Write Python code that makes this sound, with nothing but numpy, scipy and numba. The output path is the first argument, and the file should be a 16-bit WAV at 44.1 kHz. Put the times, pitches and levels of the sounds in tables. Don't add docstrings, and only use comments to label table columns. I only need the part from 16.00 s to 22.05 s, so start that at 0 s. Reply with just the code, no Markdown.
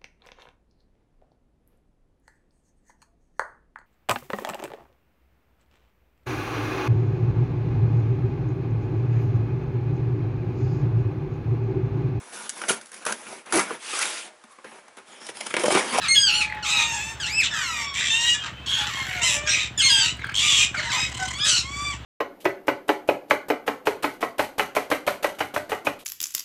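import sys
import numpy as np
from scipy import signal
from scipy.fft import rfft, irfft, next_fast_len
from scipy.io import wavfile
from scipy.ndimage import uniform_filter1d
from numba import njit

SR = 44100
rng = np.random.default_rng(int(sys.argv[2]) if len(sys.argv) > 2 else 0)


def unload_audio(sound):
    columns = np.transpose(np.atleast_2d(sound))
    steps = np.round(np.clip(columns, -1, 1) * 32767)
    wavfile.write(sys.argv[1], SR, steps.astype(np.int16))


def to_linear_factor(level_db):
    exponent = np.asarray(level_db, float) / 20
    return 10 ** exponent


N = 266805

# frequency_hz, level_db
TOWN_COLOUR = [(79, -4.5), (135, 0), (418, -12), (1520, -9), (2260, -12.5), (3360, -12.5), (5000, -28),
               (7440, -30), (9820, -45), (15500, -43)]

# time_s, firings
FIRINGS = [(0, 0), (2.014, 27.5), (2.303, 31.5), (2.805, 38.5), (3.501, 48.5), (4.053, 56.5), (4.518, 63.5),
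           (5.024, 71.5), (5.519, 79.5), (6.06, 88.6)]
# time_s, level_db
ENGINE_LEVEL = [(0, -48), (1, -44.5), (2, -48), (3, -41), (4, -40), (5, -41), (6.05, -41)]
# centre_hz, width_hz, level_db
EXHAUST = [(68.2, 4.3, -0.5), (119.3, 9.9, -2), (174, 45, -7), (293, 62, -8.5), (354, 90, -11)]

# start_s, end_s, peak_db, treble_db, throat_hz
AIRY_SWELLS = [(0.001, 0.105, -22, -10, 1720), (1.2, 1.313, -31, 9, 3130), (1.672, 1.868, -27.5, 5, 2270),
               (2.658, 2.871, -21.5, -15, 1560), (3.781, 4.112, -21.5, 4.5, 2740)]
AIRY_FADES = [(0.145, 0.21, -24.5, -3, 2980), (.3, 0.4, -27.5, -22, 2750), (0.66, 0.86, -32, -1, 2570),
              (0.877, 1.16, -38.5, 7, 2453), (2.866, 3.243, -29.5, -2, 1840),
              (3.229, 3.4, -24.5, 11.5, 2670), (4.915, 5.099, -25.5, 3.5, 2210)]
LOW_SWELLS = [
    (1.506, 1.66, -19, -2, 1668),
]
DRY_SWELLS = [(.45, 0.626, -41, -36, 1860), (1.938, 2.125, -22.5, 5, 3290), (2.118, 2.38, -34, 17, 3100),
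              (2.399, 2.5, -27.5, -4, 1510), (4.39, 4.675, -19, 8, 2800), (4.742, 4.908, -27.5, -6, 1660),
              (5.656, 5.973, -41, 13, 2410)]
DRY_FADES = [
    (1.43, 1.492, -19, 0.97, 3440),
    (3.472, 3.69, -23, 0.5, 2390),
    (5.45, 5.62, -25, 3, 4050),
]
# start_s, end_s, centre_hz, width_hz, level_db
SHEENS = [(.01, 0.12, 10200, 1500, -47.5), (.3, 0.475, 9400, 1500, -40.5), (.66, .87, 9100, 1500, -48),
          (1.53, 1.86, 11700, 2507, -57), (1.94, 2.357, 10900, 900, -58), (2.1, 2.36, 14800, 800, -71),
          (2.662, 2.875, 10070, 500, -51.5), (2.66, 3.2, 13400, 3500, -60), (3.23, 3.4, 14000, 2500, -53),
          (3.23, 3.406, 9800, 2500, -41), (3.48, 3.657, 10200, 2000, -65), (3.79, 4.113, 10000, 2000, -50),
          (4.353, 4.683, 11160, 1200, -53), (4.35, 4.68, 9240, 800, -45), (4.45, 4.66, 15000, 700, -62.5),
          (4.903, 5.081, 10700, 2500, -67), (5.366, 5.442, 9050, 2000, -46),
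          (5.427, 5.59, 9440, 1200, -38.5), (5.433, 5.597, 7740, 1200, -29)]

# frequency_hz, level_db
BEAK = [(2500, 11), (4500, -16.5), (6500, -5.5), (8000, -8.5), (9000, -25), (11500, -32), (13000, -44),
        (15500, -31)]

# start_s, length_s, first_pitch_hz, second_pitch_hz, level_db
OPENERS = [(.012, .075, 1789, 1247, -33)]
HOOKS = [(.012, 0.06, 1344, 1054, -35), (3.29, 0.074, 1010, 844, -36.5)]
YELPS = [(.265, 0.059, 1586, 1325, -19), (.4, 0.045, 1455, 1120, -19.5), (1.198, 0.07, 1716, 1326, -24.5),
         (1.438, .04, 1987, 1300, -26), (2.335, .04, 1257, 1155, -32.5)]
GROWLS = [(.31, .085, 1328, 1490, -27)]
CRESTS = [(.335, .075, 1408, 1461, -23)]
RASPS = [(3.49, 0.1627, 1218, 1253, -27), (1.94, .17, 1100, 1230, -30.5)]
PLUNGES = [(4.768, 0.036, 2350, 1400, -27.5), (4.83, 0.074, 2123, 1498, -31),
           (4.925, .065, 1049, 789, -29.5), (2.42, .07, 1300, 900, -39.5)]
FLATS = [(2.93, .12, 1080, 1068, -34), (2.87, 0.0438, 1500, 1080, -33)]
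DULL_HOOKS = [(3.46, 0.031, 1643, 1592, -29.5), (4.742, 0.00933, 816, 717, -28.5)]
HOARSE_SQUEALS = [(3.47, 0.079, 1836, 1934, -21)]
SNARLS = [(4.0, 0.094, 1300, 1285, -31.5)]
BRAYS = [(4.385, .27, 882, 1218, -31)]
LUNGES = [(5.445, .165, 1716, 1326, -22.5)]

# start_s, length_s, first_pitch_hz, second_pitch_hz, level_db. In PIPINGS the
# rows at 2.53 and 2.56 s are two upper partials of a farther bird's low call, and the row at 0.41 s is a faint
WHISTLES = [(.082, 0.069, 2106, 2170, -13.5), (3.5, 0.048, 2055, 2100, -25),
            (3.815, 0.069, 2144, 2152, -15), (5.34, .19, 1083, 1358, -26)]
PIPINGS = [(2.34, 0.04, 1700, 1760, -33.5), (2.41, .06, 1580, 1620, -42), (2.38, 0.056, 3250, 3150, -36),
           (2.53, 0.114, 3050, 3150, -46), (2.56, 0.093, 2600, 2600, -48), (.41, .12, 4000, 4400, -48)]
DULL_GLIDES = [(1.61, 0.34, 1600, 1090, -35.5), (1.51, 0.13, 1900, 1500, -32.5)]
GLIDES = [(1.545, 0.315, 1437, 894, -37.5)]
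SQUEALS = [(1.79, 0.13, 1837, 1830, -35)]
RISES = [(2.1, .26, 895.4, 959.6, -18)]
UNDERTONES = [(2.12, .21, 1016, 1060, -28)]
HOOTS = [(3.2, 0.058, 915, 965, -37), (2.8, 0.092, 790, 925, -42)]
ARCHES = [(3.215, 0.09, 882, 1038, -24.5)]
PEEPS = [(3.8, 0.0356, 1767, 1563, -23.5), (3.855, 0.032, 1610, 1510, -40)]
DROPS = [(3.882, .19, 1843, 1417, -15.5)]
LEAD_INS = [(4.18, .11, 2250, 1445, -46)]
TOOTS = [(5.19, .065, 764, 750, -29.5)]
LEAPS = [(5.382, .085, 1248, 1723, -19)]

# start_s, length_s, first_pitch_hz, second_pitch_hz, level_db
FARTHEST_CALLS = [(.27, 0.23, 841, 858, -41.5), (.5, .11, 854, 849, -36), (.63, 0.21, 834, 830, -40.5),
                  (2.78, 0.096, 842, 830, -38.5), (5.45, 0.067, 546, 644, -40)]
FAR_CALLS = [(1.17, 0.23, 858, 855, -44.5), (1.3, 0.065, 610, 650, -57), (4.77, 0.049, 594, 645, -34.5),
             (4.83, 0.097, 913, 960, -36)]

# time_s, pitch_hz, level_db
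FIRST_DROP = [
    (.145, 1884, -38),
    (.165, 1658, -16.5),
    (.22, 1635, -16.5),
    (.255, 1601, -19.5),
    (.3, 1420, -26),
]
LONG_FALL = [(.625, 1518, -31), (.665, 1135, -30), (.7, 990, -35.5), (.8, 922.5, -27.5), (.9, 921.4, -29),
             (1.0, 910, -32.5)]
FIRST_BRAY = [
    (.645, 999, -36),
    (.665, 1232, -28),
    (.72, 1284, -25.5),
    (.8, 1248, -23.5),
    (0.869, 1202, -28),
]
DIP = [
    (.92, 865, -33),
    (.99, 836, -28.5),
    (1.04, 880, -32),
    (1.1, 900, -33),
    (1.15, 894, -37.5),
]
HIGH_ARCH = [(1.26, 1510, -37), (1.3, 2247, -32.5), (1.34, 2563, -27.5), (1.38, 2650, -26),
             (1.402, 2597, -20), (1.424, 1832, -31), (1.465, 1083, -37.5)]
FIRST_GRATE = [(2.66, 1080, -31), (2.7, 1098, -28), (2.8, 1103, -28), (2.85, 1140, -36)]
LOW_CALL = [(3.05, 766, -44.5), (3.201, 713.6, -37), (3.26, 624, -43.5), (3.331, 572, -43.5),
            (3.451, 601.4, -38.5), (3.629, 659, -53)]
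DIVE = [(3.775, 1785, -21), (3.8, 1637, -20), (3.83, 1285, -30.5), (3.86, 1099, -25), (3.92, 935, -30),
        (3.982, 878, -28), (4.119, 1004, -35)]
BIG_GRATE = [(4.35, 1040, -27), (4.4, 1140, -24.5), (4.45, 1219, -18.5), (4.52, 1150, -19),
             (4.58, 1088, -20), (4.65, 1059, -24.5)]
SWOOP = [
    (4.9, 1403, -34.5),
    (4.93, 1102, -33),
    (4.96, 1255, -31.5),
    (5.05, 1275, -28.5),
]
LAST_CALL = [(5.629, 1044, -42), (5.701, 1123, -40), (5.8, 1161, -34), (5.88, 1167, -32), (5.92, 1135, -37),
             (5.946, 880, -38.5)]

# share of length 0-1, share of the way to the second pitch, level_db
DROP_SHAPE = [(0, 0.0045, -17), (.11, .5, 1.5), (.5, .55, -2), (.72, .68, -5.5), (0.999, 0.99, -8.5)]
STEADY_SHAPE = [(0, 0.0087, -5.5), (.6, .65, -0.5), (1, 0.95, -0.5)]
GLIDE_SHAPE = [(0, 0.19, 3.5), (.22, .48, 2), (.45, .82, 0.5), (1, 0.99, -5.5)]
HOOK_SHAPE = [(0, 0.002, -6), (0.552, 0.324, 1), (1, 0.95, 1.5)]
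ARCH_SHAPE = [(0, -0.051, -6.5), (0.298, 0.97, -1), (.65, 0.99, -1), (1, -.3, 2)]
SWELL_SHAPE = [(0, 0.028, -6.5), (0.301, 0.9, 2), (0.601, .8, -2), (1, 0.082, -4)]
RISE_SHAPE = [(0, 0.0053, -13), (.27, .85, -9.5), (.75, 1, -2), (1, 0.94, -9)]
CLIMB_SHAPE = [(0, 0.02, -3.5), (0.452, .7, -4.5), (.8, 1, -2), (1, 0.97, -10.5)]
SLUMP_SHAPE = [(0, 0, -4.5), (.3, 0.38, -2.5), (.7, .8, -3.5), (1, 1, -6)]
FLARE_SHAPE = [(0, 0.0098, -6), (.12, 0.82, 0), (.35, 0.99, -0.5), (1, 1, 4.5)]
PLUNGE_SHAPE = [(0, 0.0089, -3.5), (.7, 0.202, 0), (1, 1, 4)]

# frequency_hz, level_db
TIGHT = [(900, -16.5), (1700, -15), (2150, -12), (3200, -4.5), (4300, -5.5), (5000, -37), (6500, -9.5),
         (8600, -12)]
OPEN = [(600, -5), (1000, -5.5), (2200, -1.5), (3300, -5.5), (4500, -11.5), (6500, -14)]
SHARP = [(800, -10), (1300, -5.5), (2200, -1.5), (3000, 1.5), (4300, 0), (6500, -17)]
HOARSE = [(1150, -18), (1600, -16), (2400, -4.5), (3300, -5), (3700, -4.5), (4700, -18.5), (6500, -18)]
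PURE = [(1500, -2.5), (2500, -1), (3700, 2), (5000, -5.5), (7500, -8), (10000, -30.5)]
DEEP = [(900, -14.5), (1700, -19.5), (2000, -5.5), (3000, 1), (3600, -2.5), (5200, -15.5), (7000, -3.5)]
DISTANT = [(600, -8), (850, -6), (1600, -6), (2500, -8), (3400, -25)]
MUFFLED = [(600, -5), (850, -1), (1700, -10), (2500, -9.5), (3400, -29)]
RINGING = [(1600, -15), (3250, -1.5), (4900, -9), (6500, -19.5)]
NASAL = [(950, -23.5), (1300, -19), (1900, -13), (2700, -5), (3800, -6.5), (5000, -15)]
SHRILL = [(1850, -35), (3700, -11), (5600, -4), (7500, -19)]
BLUNT = [(800, -10), (1600, 2.5), (2200, -2), (4300, -11), (6500, -4.5), (8700, -33)]
REEDY = [(900, -13.5), (1800, -9.5), (2700, -7.5), (3600, -12)]
YELPING = [(1300, -15.5), (2800, 2), (3600, -11.5), (4400, -12), (6500, -15)]
BRAYING = [(1200, -16.5), (2450, -2.5), (3700, -5), (4900, -17)]
GRATING = [(1100, -24), (2200, -19), (3300, -1), (4400, -16.5)]
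STACKED = [(1250, -11), (2500, -4), (3800, -3), (5000, -3)]
PIPING = [(1700, 0), (4500, -2.5), (5000, -32), (9000, -40)]
SQUAWKING = [(1500, -11), (3000, -2.5), (4200, -2.5), (5200, -3.5), (6500, -4)]
HOLLOW = [(1000, -6), (1600, -1), (2200, 0), (3500, -10), (4500, -7.5), (6500, -21)]
SAGGING = [(1600, -18), (3180, -9), (3290, 1.5), (4800, 1), (4960, -11.5), (6500, -13.5)]
ARCHING = [(1450, -16), (2900, -6), (4400, -3), (5900, -16)]
LEAPING = [(1600, -16), (3400, 0), (4500, -18), (5050, -3), (6500, -21)]
TOOTING = [(750, -3.5), (1500, 0), (2250, -18), (3000, -25)]

# start_s, period_s, pitch_hz, level_db, open share 0-1
CHATTER = [(0.447, 0.024, 1950, -31.5, 0.45), (1.942, 0.019, 1936, -30, 0.86),
           (3.064, 0.021, 2105, -27, 0.6), (4.188, 0.025, 1636, -29, 0.49),
           (4.189, 0.0258, 2150, -29.5, 0.47), (4.341, .0098, 1050, -22, 0.59),
           (5.086, 0.027, 1010, -30.5, 0.68), (3.0, 0.022, 1680, -35, 0.56)]
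CHATTER_COUNT = [6, 7, 9, 6, 6, 6, 10, 9]
# frequency_hz, level_db
CHATTER_THROAT = [(1000, -5), (2000, -2.5), (3100, -14), (3700, -20)]
RATTLE_THROAT = [(1000, -11), (2000, -7), (3100, -5), (4200, -16.5)]
# pitch_hz, level_db
CHATTER_UPPER = [(1064, -3.5), (1900, -29)]
# time_s, peak_db
SNAPS = [(0.5003, -49), (0.5237, -51), (0.549, -48), (1.937, -43), (1.955, -43), (1.9689, -41),
         (1.9899, -40), (4.1694, -49), (4.1954, -50), (4.2443, -44), (4.2667, -43), (4.2941, -44),
         (4.32, -47)]


def level(x, db):
    return x * to_linear_factor(db) / np.sqrt(np.mean(x ** 2))


def wobble(size, hz):
    settle = 2000
    noise = rng.standard_normal(size + settle)
    return level(signal.lfilter(*signal.butter(2, hz, fs=SR), noise)[settle:], 0)


def on_log(table, hz):
    f, db = np.transpose(table)
    return np.interp(np.log(hz), np.log(f), db)


@njit
def moving_band(x, hz, width):
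    y, b, l = np.empty(len(x)), 0., 0.
    for i in range(len(x)):
        g, k = np.tan(np.pi * hz[i] / SR), width / hz[i]
        v = (b + g * (x[i] - l)) / (1 + g * (g + k))
        b, l, y[i] = 2 * v - b, l + 2 * g * v, k * v
    return y


def band(x, hz, width):
    return moving_band(x, np.full(len(x), 1. * hz), 1. * width)


def double_band(x, hz, width):
    return band(band(x, hz, width), hz, width)


def town():
    size = next_fast_len(N)
    hz = np.maximum(np.arange(size // 2 + 1) * SR / size, 1)
    spectrum = rfft(rng.standard_normal(size)) * to_linear_factor(on_log(TOWN_COLOUR, hz))
    hum = irfft(spectrum, size)[:N]
    return level(hum * to_linear_factor(1.2 * wobble(N, 5.)), -43.5)


def engine():
    s, count = np.transpose(FIRINGS)
    timing, strength = rng.standard_normal((90, 2)).T
    times = np.interp(np.arange(90) - .5, count, s) + 0.0025 * timing
    pulses = np.zeros(N)
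    pulses[np.clip(times * SR, 0, N - 1).astype(int)] = to_linear_factor(0.73 * strength)
    pipe = np.zeros(N)
    for k, (hz, width, db) in enumerate(EXHAUST):
        pipe += (-1) ** k * level(band(pulses, hz, width), db)
    pipe = signal.sosfilt(signal.butter(4, [48, 480], "bandpass", fs=SR, output="sos"), pipe)
    return level(pipe, 0) * to_linear_factor(np.interp(np.arange(N) / SR, *np.transpose(ENGINE_LEVEL)))


def chaotic_pulses():
    scatter, strength = rng.standard_normal((N // 16, 2)).T
    unsteady = .055 * scatter + .06 * wobble(N // 16, 1500)
    places = np.cumsum(1 + SR / 980 * np.exp(unsteady)).astype(int)
    inside = places < N
    pulses = np.zeros(N)
    pulses[places[inside]] = to_linear_factor(5.6 * np.clip(strength, -2, 2))[inside]
    pulses = pulses * to_linear_factor(1.1 * wobble(N, 490) + 0.54 * wobble(N, 40))
    return signal.sosfilt(signal.butter(6, 9000, fs=SR, output="sos"), pulses)


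def breath_hiss():
    air = rng.standard_normal(N) * to_linear_factor(2.5 * wobble(N, 60))
    return sum(to_linear_factor(4.0 * wobble(N, 7.4)) * double_band(air, hz, 900) for hz in (10300, 12300, 14400))


def shrieks():
    pulses = chaotic_pulses()
    broad = level(double_band(pulses, 2860, 1970), -6) + level(band(pulses, 1600, 1200), -43)
    beak = level(double_band(pulses, 6040, 2200), -14) + level(double_band(pulses, 7280, 1200), -12)
    beak = signal.sosfilt(signal.butter(6, 8700, fs=SR, output="sos"), beak)
    hiss = level(breath_hiss(), 0)
    out = np.zeros(N)
    # rows, rise_db, hiss_db, broad_db
    kinds = [(AIRY_SWELLS, 13.5, -55.5, 0), (AIRY_FADES, -5, -55.5, 0), (LOW_SWELLS, 9, -74, -7),
             (DRY_SWELLS, 9, -74, 0), (DRY_FADES, -6.5, -74, 0)]
    for rows, rise_db, hiss_db, broad_db in kinds:
        for start, end, peak_db, treble_db, throat_hz in rows:
            span = slice(int(start * SR), int((end + 0.0066) * SR))
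            t = np.arange(N)[span] / SR
            edges = np.clip(np.minimum((t - start) / 0.0031, (t[-1] - t) / 0.053), 0, 1)
            ends_db = [peak_db - max(rise_db, 0), peak_db + min(rise_db, 0)]
            db = np.interp(t, [start, end], ends_db)
            sag = 0.026 * (rise_db < 0) * np.linspace(.5, -.5, len(t))
            sinking = throat_hz * (1 + sag)
            throat = moving_band(moving_band(pulses[span], sinking, 470.), sinking, 470.)
            voice = level(throat, -7) + to_linear_factor(broad_db) * broad[span] + to_linear_factor(treble_db) * beak[span]
            out[span] += edges * to_linear_factor(db) * voice
            out[span] += edges * to_linear_factor(hiss_db + db - db.max()) * hiss[span]
    return out


def beak_grit():
    return rng.standard_normal(N) * to_linear_factor(2.3 * wobble(N, 300))


def sheens():
    grit = beak_grit()
    t, out = np.arange(N) / SR, np.zeros(N)
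    for start, end, hz, width, db in SHEENS:
        span = slice(int(start * SR), int(end * SR))
        edges = np.clip(np.minimum((t[span] - start) / 0.032, (end - t[span]) / 0.059), 0, 1)
        ring = band(double_band(grit[span], hz, width), hz, width)
        out[span] += edges * level(ring, db)
    return out


def syrinx(hz, jitter, low_db, upper_db):
    size, rough = len(hz), abs(jitter)
    tremble = jitter * 1.524 * wobble(size, 440) + .5 * wobble(size, 44.2)
    phase = 2 * np.pi * np.cumsum(hz * (1 + tremble / 100)) / SR
    beat = np.sin(2 * np.pi * np.cumsum(230 * (1 + 0.119 * wobble(size, 29.7))) / SR)
    out = 0
    for k in range(1, int(15500 // hz.max()) + 1):
        db = low_db[k - 1] if k <= len(low_db) else upper_db + on_log(BEAK, k * hz)
        flutter_db = 2.92 * wobble(size, 17.9) + min(3.7 * rough, 3.2) * wobble(size, 343)
        out = out + to_linear_factor(db + flutter_db) * np.sin(k * phase + 2 * np.pi * rng.random())
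    return np.sqrt(2) * out * (1 + min(0.11 * rough, .6) * beat)


def paths(rows, shape):
    share, way, swell_db = np.transpose(shape)
    return [(start + length * share, first + (second - first) * way, db + swell_db)
            for start, length, first, second, db in rows]


def sing(calls, throat, jitter, upper_db):
    out = np.zeros(N + SR)
    for s, hz, db in calls:
        first = max(int(s[0] * SR), 0)
        t = np.arange(first, int((s[-1] + 0.024) * SR)) / SR
        edges = np.clip(np.minimum((t - s[0]) / 0.0033, (t[-1] - t) / 0.055), 0, 1)
        path = uniform_filter1d(np.interp(t, s, hz), size=SR // 80, mode="nearest")
        low_db = on_log(throat, np.outer([1, 2, 3, 4], path))
        voice = syrinx(path, jitter, low_db, upper_db)
        out[first:first + len(t)] += edges * to_linear_factor(np.interp(t, s, db)) * voice
    return out[:N]


def rough_calls():
    grates = [np.transpose(FIRST_GRATE), np.transpose(BIG_GRATE)]
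    return (sing(paths(OPENERS, SLUMP_SHAPE), HOLLOW, jitter=2.2, upper_db=-18)
            + sing(paths(HOOKS, HOOK_SHAPE), SHARP, jitter=1.8, upper_db=-8.5)
            + sing(paths(YELPS, SLUMP_SHAPE), YELPING, jitter=1.34, upper_db=-8.5)
            + sing(paths(GROWLS, STEADY_SHAPE), YELPING, jitter=1.8, upper_db=-17)
            + sing(paths(CRESTS, ARCH_SHAPE), ARCHING, jitter=0.69, upper_db=-5)
            + sing([np.transpose(LONG_FALL)], REEDY, jitter=0.67, upper_db=-5.5)
            + sing([np.transpose(FIRST_BRAY)], BRAYING, jitter=2.3, upper_db=-5)
            + sing(paths(RASPS, SWELL_SHAPE), HOARSE, jitter=2.26, upper_db=-7.5)
            + sing(paths(PLUNGES, PLUNGE_SHAPE), HOLLOW, jitter=1.23, upper_db=-15)
            + sing(grates, GRATING, jitter=2.5, upper_db=-8.5)
            + sing(paths(FLATS, STEADY_SHAPE), OPEN, jitter=0.89, upper_db=-16)
            + sing([np.transpose(LOW_CALL)], OPEN, jitter=0.9, upper_db=-10)
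            + sing(paths(DULL_HOOKS, HOOK_SHAPE), BLUNT, jitter=1.6, upper_db=-11)
            + sing(paths(HOARSE_SQUEALS, STEADY_SHAPE), SHRILL, jitter=1.1, upper_db=-25)
            + sing(paths(SNARLS, HOOK_SHAPE), TIGHT, jitter=1.67, upper_db=-11)
            + sing(paths(BRAYS, FLARE_SHAPE), BRAYING, jitter=2.15, upper_db=-3)
            + sing(paths(LUNGES, SLUMP_SHAPE), SQUAWKING, jitter=3.2, upper_db=0))


def clear_calls():
    return (sing(paths(WHISTLES, STEADY_SHAPE), TIGHT, jitter=0.28, upper_db=-13)
            + sing([np.transpose(FIRST_DROP)], SAGGING, jitter=0.16, upper_db=-6.5)
            + sing(paths(PIPINGS, STEADY_SHAPE), PIPING, jitter=0.54, upper_db=-40)
            + sing([np.transpose(DIP)], REEDY, jitter=0.5, upper_db=-6.5)
            + sing([np.transpose(HIGH_ARCH)], PURE, jitter=0.48, upper_db=5)
            + sing(paths(DULL_GLIDES, GLIDE_SHAPE), OPEN, jitter=0.7, upper_db=-18)
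            + sing(paths(GLIDES, GLIDE_SHAPE), OPEN, jitter=0.2, upper_db=1)
            + sing(paths(SQUEALS, STEADY_SHAPE), SHRILL, jitter=0.19, upper_db=-25)
            + sing(paths(RISES, CLIMB_SHAPE), NASAL, jitter=0.54, upper_db=-8.5)
            + sing(paths(UNDERTONES, CLIMB_SHAPE), GRATING, jitter=0.34, upper_db=-20)
            + sing(paths(HOOTS, STEADY_SHAPE), HOLLOW, jitter=0.43, upper_db=-13)
            + sing(paths(ARCHES, ARCH_SHAPE), DEEP, jitter=0.57, upper_db=-0.5)
            + sing([np.transpose(DIVE)], DEEP, jitter=0.33, upper_db=-2)
            + sing(paths(PEEPS, GLIDE_SHAPE), RINGING, jitter=0.49, upper_db=-30)
            + sing(paths(DROPS, DROP_SHAPE), RINGING, jitter=0.15, upper_db=-4)
            + sing(paths(LEAD_INS, SLUMP_SHAPE), RINGING, jitter=0.6, upper_db=-30)
            + sing([np.transpose(SWOOP)], STACKED, jitter=0.39, upper_db=-3)
            + sing(paths(TOOTS, STEADY_SHAPE), TOOTING, jitter=0.3, upper_db=-9.5)
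            + sing(paths(LEAPS, RISE_SHAPE), LEAPING, jitter=0.42, upper_db=-33)
            + sing([np.transpose(LAST_CALL)], OPEN, jitter=0.076, upper_db=-7))


def far_calls():
    return (sing(paths(FARTHEST_CALLS, STEADY_SHAPE), MUFFLED, jitter=0.72, upper_db=-40)
            + sing(paths(FAR_CALLS, STEADY_SHAPE), DISTANT, jitter=0.74, upper_db=-9))


def slap(x):
    lag = int(.021 * SR)
    return to_linear_factor(-15.5) * np.concatenate([np.zeros(lag), x[:-lag]])


def walls(x):
    t60_s, first_echo_s = 0.2, .008
    t = np.arange(SR // 2) / SR
    tail = rng.standard_normal(len(t)) * to_linear_factor(-60 * t / t60_s) * (t > first_echo_s)
    tail = band(tail, 1480, 5800)
    return signal.fftconvolve(x, tail / np.sqrt(np.sum(tail ** 2)))[:N] * to_linear_factor(-9.5)


def chatter():
    out = np.zeros(N)
    for (start, period, hz, db, share), count in zip(CHATTER, CHATTER_COUNT):
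        turn = np.arange(int(period * count * SR)) / SR / period
        within = turn % 1
        gate = np.clip(np.minimum(within / .24, (share - within) / .12), 0, 1)
        swell = to_linear_factor(-7.0 * (2 * turn / count - 1.1) ** 2)
        if hz > 1400:
            throat = CHATTER_THROAT
        elif period > .015:
            throat = RATTLE_THROAT
        else:
            throat = GRATING
        low_db = on_log(throat, np.arange(1, 4300 // hz + 1) * hz)
        pitch = hz * (1.03 - 0.054 * within)
        voice = syrinx(pitch, np.maximum(hz / 420, 3.2), low_db, on_log(CHATTER_UPPER, hz))
        out[int(start * SR):][:len(turn)] += to_linear_factor(db) * gate * swell * voice
    return out


def beak_snaps():
    grit = beak_grit()
    snap = level(double_band(grit, 8800, 2500), 0) + level(double_band(grit, 14900, 1200), -10)
    t, gate = np.arange(N) / SR, np.zeros(N)
    for s, db in SNAPS:
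        age = t[int(s * SR):][:SR // 20] - s
        gate[int(s * SR):][:len(age)] += to_linear_factor(db - 4) * np.exp(-age / 0.005)
    return gate * snap


def scene():
    background = town() + engine()
    shrieking = shrieks()
    ring = sheens()
    calls = rough_calls() + clear_calls() + far_calls()
    birds = shrieking + calls + slap(calls)
    clatter = chatter()
    echoes = walls(birds + to_linear_factor(0.5) * clatter)
    return (birds + clatter + echoes + ring + beak_snaps() + background)[None]


def band_limit(x):
    return signal.sosfilt(signal.butter(12, 16620, fs=SR, output="sos"), x)


def record(dry):
    peak_limit = .9
    rounded = peak_limit * np.tanh(dry / peak_limit)
    mix = signal.sosfilt(signal.butter(4, 52, "highpass", fs=SR, output="sos"), rounded)
    mix = signal.sosfilt(signal.ellip(10, .2, 80, 15600, fs=SR, output="sos"), mix)
    return band_limit(mix)


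dry = scene()
out = record(dry)
unload_audio(out)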